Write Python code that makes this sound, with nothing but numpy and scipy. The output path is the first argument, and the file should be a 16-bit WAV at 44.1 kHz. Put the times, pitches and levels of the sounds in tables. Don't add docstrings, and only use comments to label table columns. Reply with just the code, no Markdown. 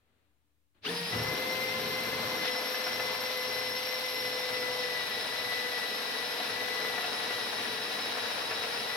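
import sys
import numpy as np
from scipy import signal
from scipy.fft import rfft, irfft, next_fast_len
from scipy.io import wavfile

SR = 44100
rng = np.random.default_rng(int(sys.argv[2]) if len(sys.argv) > 2 else 0)


def level_to_linear(level):
    exponent = np.asarray(level, float) / 20
    return 10 ** exponent


def output_pcm(signal):
    pcm = np.clip(np.atleast_2d(signal).T, -1, 1) * 32767
    wavfile.write(sys.argv[1], SR, np.round(pcm).astype(np.int16))


N = 395136
BINS_HZ = np.maximum(np.arange(N // 2 + 1) * SR / N, 1)

# frequency in Hz, likeness from 0 to 1.
LIKENESS = [(60, 0.97), (150, 1), (380, 0.86), (950, 0.14), (2380, 0.21), (5980, 0.017), (15000, 0.022)]
# frequency in Hz, left minus right in dB.
LEANING = [(60, 11), (110, -1.5), (200, 0), (380, 4.5), (700, 2.5), (1290, 5.5), (2380, 7.5), (4400, 0.0),
           (8120, -0.5), (15000, 6)]
RIGHT_LAG_S = .00005
SHOP_T60_S, SHOP_ECHO_DB = .35, -9
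# centre in Hz, width in Hz, height in dB at full effect.
BODY = [(446, 51, 3.5), (630, 14, 6), (721.6, 16, 6.5), (940, 110, -0.5), (1410, 18, 4), (1738, 41, 5.5),
        (3950, 410, 3)]

# time in seconds, rumble level in dB, hiss and rustle level in dB.
SHOP_LEVELS = [(0, -84, -77), (.15, -84, -75), (.27, -84, -77), (.33, -85, -81), (.72, -87, -87),
               (.742, -84, -86), (.748, -80, -73), (.78, -74, -71), (.81, -77, -76), (.83, -70, -66)]
# frequency in Hz, relative level in dB per Hz.
SHOP_RUMBLE = [(20, -11), (35, -9), (50, -23), (75, -10), (100, 3), (150, -9), (220, -14)]
SHOP_HISS = [(200, -7), (290, -5), (400, -7.5), (800, -12), (1250, -13), (2400, -15.5), (4200, -18),
             (5500, -37), (9000, -33)]
# frequency in Hz, middle level in dB.
SHOP_TONES = [(75.4, -82), (296.1, -94)]
MIC_NOISE_DB = -84

# time in seconds, strength in dB.
BITE_THUMPS = [(1.132, -37), (1.165, -33), (1.204, -38)]
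# frequency in Hz, relative
# level in dB, 60 dB decay in seconds.
THUMP_MODES = [(111, -6, 0.063), (173, -9, 0.056), (298, -13, .05), (473, -3, 0.055)]

# frequency in Hz, relative level in dB per Hz.
AIR = [(5500, -22), (7000, -12), (7800, -4.5), (8600, -3), (10500, 0), (12200, -3), (14000, -8),
       (17000, -8)]
GEARS = [(1500, -11.5), (2300, -1.5), (3000, -1), (3900, -0.5), (4800, -3), (5600, -9), (6300, -14),
         (7000, -42), (8000, -29)]
HOUSING = [(3300, -49), (3750, 3), (3900, -13), (4050, -1), (4500, -13)]
GEAR_DB, AIR_DB = -38, -49
# time in seconds, extra level in dB, width in seconds.
GEAR_JOLTS = [(0.85, 3, 0.018), (2.476, 6, 0.019)]
# time in seconds, level in dB.
RATTLE = [(.84, -120), (.9, -67), (2.4, -56), (4.3, -49), (5.2, -45.5), (7, -47.5), (8.96, -51)]

# time in seconds, board boom level in dB, lip rubbing level in dB.
SKATING = [(0.9, -58, -44.5), (1.04, -62, -54), (1.15, -40, -37), (1.3, -42.5, -43.5), (1.4, -51.5, -41.5),
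           (2.13, -52.5, -45.5), (2.41, -56, -41.5), (2.46, -57, -50), (2.73, -75, -48), (3.03, -59, -48),
           (3.43, -66, -48), (3.56, -59, -49.5), (4.07, -70, -54.5), (4.4, -60, -50.5), (5.1, -62.5, -49.5),
           (5.4, -54.5, -48.5), (5.84, -64.5, -49.5), (7.15, -60.5, -47.5), (8.96, -60, -49.5)]
SKATING_UNEVEN_DB, SKATING_UNEVEN_PER_S = 1.5, 2.5
# frequency in Hz, relative level in dB per Hz.
BOOM = [(25, -34), (45, -18), (62, -29), (80, -4.5), (95, -7.5), (112, 3.5), (140, -4), (170, -0.5),
        (210, -28)]
RUB = [(150, -19), (190, -7.5), (228, -0.5), (280, -2.5), (320, -5), (380, -7), (430, -0.5), (480, -4),
       (560, -30)]
# time in seconds, depth in dB before chance.
BITE_DEPTH = [(1.1, 2), (5, 1.3), (7, 2.5), (8.96, 2)]
TURNS_PER_LIP = 31.75

# time in seconds, base level in dB.
TEARING = [(0.9, -40), (1.04, -43.5), (1.15, -37), (1.6, -40.5), (2.41, -37.5), (2.46, -39.5),
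           (2.52, -38.5), (3.03, -38.5), (4.07, -41.5), (4.4, -40), (6.0, -39), (7.2, -38), (7.9, -39),
           (8.2, -37), (8.96, -38.5)]
# frequency in Hz, relative level in dB per Hz.
TEAR = [(350, -40), (430, -3.5), (560, -2), (900, 0.5), (1250, -3), (1700, -2), (2300, -11), (3500, -22),
        (6000, -14.5)]
SNAP = [(400, -26), (900, 4), (1700, 5.5), (2600, 4), (3700, -11), (6000, -25)]
# time in seconds, strength in dB.
SNAPS = [(1.129, -27.5), (2.452, -23.5), (2.743, -29.5), (2.868, -26), (2.997, -27), (3.098, -36),
         (5.207, -31.5), (5.463, -38), (5.642, -36), (6.401, -29), (6.465, -32), (6.848, -30),
         (6.98, -25.5), (7.042, -28), (7.307, -27), (7.653, -28), (7.852, -30), (7.904, -33), (7.987, -31),
         (8.511, -23), (8.638, -26), (8.773, -28.5)]
# frequency in Hz, relative level in dB, 60 dB decay in seconds.
BOARD_MODES = [(226, -18.5, 0.12), (462, -7, 0.1), (647, -14.5, 0.059), (727, -1.5, 0.1), (1415, -13, 0.16),
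               (1737, -2.5, 0.061), (2644, -3, 0.04), (3900, -6, .03)]

# time in seconds, turns per second.
SPEED = [(0.83, 150), (0.85, 290), (0.875, 395), (0.897, 456), (0.92, 473), (1.09, 471), (1.12, 493),
         (1.268, 509.5), (1.52, 516), (1.93, 513.5), (2.32, 514), (2.44, 509), (2.485, 501), (2.69, 507),
         (3.2, 509), (3.66, 503.5), (3.95, 509), (4.4, 502), (4.85, 498), (5.2, 488), (5.53, 494),
         (6.39, 487.5), (6.6, 494), (6.92, 494.5), (7.1, 486), (7.35, 492), (7.45, 486), (8.66, 486),
         (8.748, 476), (8.82, 487), (8.96, 493)]
# time in seconds, spread in turns per second.
WAVER = [(1.1, 0.33), (2.4, 0.81), (5, 1.7), (7, 2.31), (8.96, 2.22)]
WAVER_PER_S = 9.0
START_S, START_RISE_S = 0.815, 0.05
# motor speed in turns per second, then levels in dB of the rotor, its 2nd multiple,
# the commutator, its 2nd multiple, the gear mesh and the fan blades.
WHINE = [(180, -86, -86, -92, -91, -91, -92), (304, -66, -80, -48, -52, -70, -75),
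         (356, -64, -80, -53, -34, -67, -75), (450, -40, -68, -40, -42, -49, -56),
         (469, -44, -55, -51, -57, -45.5, -52.5), (485.3, -51.5, -59.5, -48.5, -46, -47, -56),
         (493.7, -45.5, -59, -40, -49, -48.5, -55.5), (499.3, -39.5, -54, -41, -54, -45.5, -56.5),
         (507.6, -43, -52, -43, -51.5, -43, -50), (513.4, -41.5, -49.5, -40, -50, -49, -52)]
# multiple of motor speed, WHINE level to use (0 is the rotor),
# level against it in dB, left minus right in dB, lead of the left side in radians.
PARTIALS = [(1, 0, 0, .7, .2), (2, 1, 0, 6, -.2), (4, 2, 0, 7.5, 1), (8, 3, 0, 0, .7), (23, 5, 0, 5, .6),
            (32 / 3, 4, 0, -2, .8), (29 / 3, 4, -10, 2, 1), (35 / 3, 4, -17, -9, 1.7),
            (34 / 3, 4, -16, -6, .8), (25 / 3, 4, -17, 1, 1), (26 / 3, 4, -17, 0, 1.2),
            (12, 4, -23, -9, .7)]
# depth in dB, rate per second.
FLUTTER = [(2, 20), (4.5, 25), (3, 25), (4, 30), (4.5, 45), (3, 30)]
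# time in seconds, frequency in Hz, middle level in dB.
IDLE_HUM = [(.84, 150, -130), (.86, 160, -65), (.885, 172, -48), (1.09, 176, -48), (1.13, 180, -70),
            (1.15, 180, -130)]


def rms_one(x):
    return x / np.sqrt(np.mean(x ** 2) + 1e-20)


def in_time(rows):
    s, *columns = np.transpose(rows)
    return [np.interp(np.arange(N) / SR, s, c) for c in columns]


def in_hz(points):
    hz, value = np.transpose(points)
    return np.interp(np.log(BINS_HZ), np.log(np.maximum(hz, 1)), value)


def drift(rate):
    r = np.exp(-80 * np.pi * rate / SR)
    noise = rng.standard_normal(N // 40 + 2002)
    slow = signal.lfilter([1], [1, -2 * r, r * r], noise)[2000:]
    return np.interp(np.arange(N) / 40, np.arange(len(slow)), rms_one(slow))


def dying(hits, decay_s):
    return signal.lfilter([1], [1, -np.exp(-1 / (decay_s * SR))], hits + 1e-18)


def ringing(blows, hz, t60_s):
    r = level_to_linear(-60 / (t60_s * SR))
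    w = 2 * np.pi * hz / SR
    return signal.lfilter([0, np.sin(w)], [1, -2 * r * np.cos(w), r * r], blows + 1e-18)


def coloured(sources, spectrum, body):
    hz, db = np.transpose(spectrum)
    shape_db = in_hz([(hz[0] / 2, db[0] - 40), *spectrum, (hz[-1] * 2, db[-1] - 40)])
    for centre_hz, width_hz, peak_db in BODY:
        shape_db = shape_db + body * peak_db / (1 + (2 * (BINS_HZ - centre_hz) / width_hz) ** 2)
    alike = np.clip(in_hz(LIKENESS), 0, 1)
    shared, *own = rfft(sources)
    lag = np.exp(-2j * np.pi * BINS_HZ * [[0], [RIGHT_LAG_S]])
    pair = np.sqrt(alike) * shared * lag + np.sqrt(1 - alike) * np.array(own)
    return rms_one(irfft(pair * level_to_linear(shape_db + in_hz(LEANING) * [[.5], [-.5]]), N))


def shop_echo(x):
    size = next_fast_len(N + SR)
    w = 2 * np.pi * np.arange(size // 2 + 1) / size
    lags = (rng.uniform(.02, .05, (2, 8)) * SR).astype(int)
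    walls = []
    for side in lags:
        loops = [1 / (1 - level_to_linear(-60 * d / SR / SHOP_T60_S) * np.exp(-1j * w * d)) - 1 for d in side]
        walls.append(sum(loops))
    return irfft(rfft(x, size) * np.array(walls), size)[:, :N] / np.sqrt(8)


def shop():
    rumble_db, hiss_db = in_time(SHOP_LEVELS)
    rumble = coloured(rng.standard_normal((3, N)), SHOP_RUMBLE, body=0)
    air = coloured(rng.standard_normal((3, N)), SHOP_HISS, body=0)
    t = np.arange(N) / SR
    tones = np.zeros(N)
    for hz, db in SHOP_TONES:
        strength = np.sqrt(2) * level_to_linear(db + 3.3 * drift(6))
        tones += strength * np.sin(2 * np.pi * hz * t + 0.46 * drift(8))
    mic_noise = level_to_linear(MIC_NOISE_DB) * rng.standard_normal((2, N))
    return level_to_linear(rumble_db) * rumble + level_to_linear(hiss_db) * air + tones + mic_noise


def thumps():
    out = np.zeros(N)
    share_db = rng.normal(0, 0.95, (len(BITE_THUMPS), len(THUMP_MODES)))
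    at_s, db = np.transpose(BITE_THUMPS)
    for k, (hz, level_db, t60_s) in enumerate(THUMP_MODES):
        blows = np.zeros(N)
        blows[(at_s * SR).astype(int)] = level_to_linear(db + level_db + share_db[:, k])
        out += ringing(blows, hz, t60_s)
    return signal.sosfilt(signal.butter(4, 80, "high", fs=SR, output="sos"), out)


def hiss(spectrum, turns, pulse, patchy_db):
    throb = (1 + pulse * np.cos(2 * np.pi * turns)) * level_to_linear(patchy_db * drift(25))
    return coloured(rng.standard_normal((3, N)) * throb, spectrum, body=0.45)


def rubbing(lips, spectrum, memory, fresh):
    keep = np.clip(memory, 0, .98)
    new_bumps = rng.standard_normal((3, 200, 128))
    bumps = signal.lfilter([np.sqrt(1 - keep ** 2)], [1, -keep], new_bumps, axis=1)
    row = 30 + lips.astype(int)
    at = (lips % 1 * 128).astype(int)
    touch = np.diff(at, prepend=0) != 0
    contact = rms_one(bumps[:, row, at] * touch) + fresh * rng.standard_normal((3, N))
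    return coloured(contact, spectrum, body=1.0)


def bite(lips, depth_db, start):
    strength = rng.uniform(0.083, 1.04, 200)[(lips - start + .5).astype(int) + 1]
    swell = .5 + .5 * np.cos(2 * np.pi * (lips - start))
    return level_to_linear(depth_db * strength * swell ** 2)


def tearing(per_s, spread_db):
    uneven = level_to_linear(spread_db * np.minimum(rng.exponential(1, (3, N)), 2.5))
    sizes = uneven * rng.standard_normal((3, N))
    return coloured(sizes * (rng.random(N) < per_s / SR), TEAR, body=1.0)


def snaps(tear_db, per_s, small_db):
    small_size = level_to_linear(tear_db + small_db + 2.1 * np.minimum(rng.exponential(1, N), 3))
    small = (rng.random(N) < per_s / SR) * small_size
    at = [round(s * SR) for s, db in SNAPS]
    size = level_to_linear(np.array(SNAPS)[:, 1])
    hits, knock = np.zeros(N), np.zeros(N)
    hits[at] = size * level_to_linear(-9)
    share_db = rng.normal(0, 5.3, (len(SNAPS), len(BOARD_MODES)))
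    for k, (hz, level_db, t60_s) in enumerate(BOARD_MODES):
        blows = np.zeros(N)
        blows[at] = size * level_to_linear(level_db - 11.0 + share_db[:, k])
        knock += ringing(blows, hz, t60_s)
    envelope = dying(small, .006) + dying(hits, .016)
    burst = envelope * coloured(rng.standard_normal((3, N)), SNAP, body=0.58)
    no_thump = signal.butter(4, 170, "high", fs=SR, output="sos")
    return signal.sosfilt(no_thump, burst + knock * level_to_linear([[1.5], [-1.5]]))


def whine(speed_hz, turns):
    at_hz, *columns = np.transpose(WHINE)
    levels_db = [np.interp(speed_hz, at_hz, c) for c in columns]
    out = np.zeros((2, N))
    for multiple, column, rel_db, pan_db, lead in PARTIALS:
        depth_db, rate = FLUTTER[column]
        flutter = rms_one(level_to_linear(depth_db * np.minimum(drift(rate), 1.3)))
        blur = 0.11 * np.sqrt(multiple) * drift(9.1) + (column == 3) * 0.79 * drift(41.0)
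        phase = 2 * np.pi * multiple * turns + blur
        sides = level_to_linear(levels_db[column] + rel_db + pan_db * np.array([[.5], [-.5]]))
        out += np.sqrt(2) * flutter * sides * np.sin(phase + [[lead], [0]])
    hum_hz, hum_db = in_time(IDLE_HUM)
    hum_phase = 2 * np.pi * np.cumsum(hum_hz) / SR + 0.6 * drift(9)
    out += np.sqrt(2) * level_to_linear(hum_db + 3.5 * drift(20)) * np.sin(hum_phase)
    return out + level_to_linear(SHOP_ECHO_DB) * shop_echo(out)


def scene():
    t = np.arange(N) / SR
    speed_hz, = in_time(SPEED)
    wavering_hz = speed_hz + in_time(WAVER)[0] * drift(WAVER_PER_S)
    turns = np.cumsum(wavering_hz * (t > .83)) / SR
    lips = turns / TURNS_PER_LIP
    running = np.clip((t - START_S) / START_RISE_S, 0, 1) ** 1.95
    rushing = running * (speed_hz / speed_hz.max()) ** 1.1

    boom_db, rub_db = in_time(SKATING) + SKATING_UNEVEN_DB * drift(SKATING_UNEVEN_PER_S)
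    tear_db, = in_time(TEARING)
    rattle_db, = in_time(RATTLE)
    gear_db = GEAR_DB + sum(db * np.exp(-((t - s) / width_s) ** 2) for s, db, width_s in GEAR_JOLTS)
    effort = bite(lips, depth_db=in_time(BITE_DEPTH)[0], start=0.22)

    air = level_to_linear(AIR_DB) * hiss(AIR, turns, pulse=0.13, patchy_db=0.47)
    gears = level_to_linear(gear_db) * effort ** 0.17 * hiss(GEARS, turns, pulse=0.15, patchy_db=0.7)
    gears += level_to_linear(rattle_db) * hiss(HOUSING, turns, pulse=.2, patchy_db=1.5)
    board = level_to_linear(boom_db) * rubbing(lips, BOOM, memory=0.65, fresh=0.6)
    board += level_to_linear(rub_db) * rubbing(lips, RUB, memory=0.73, fresh=0.67)
    wood = level_to_linear(tear_db) * effort * tearing(per_s=6000, spread_db=2.1)
    wood += snaps(tear_db, per_s=10.0, small_db=-10.0)
    return shop() + thumps() + running * gears + rushing * (board + wood + air) + whine(speed_hz, turns)


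def low_pass(x):
    return signal.sosfilt(signal.butter(12, 16060, fs=SR, output="sos"), x)


def record(dry):
    top_cut = signal.ellip(12, .3, 70, 15850, fs=SR, output="sos")
    mix = signal.sosfilt(top_cut, dry)
    return low_pass(mix)


dry = scene()
out = record(dry)
output_pcm(out)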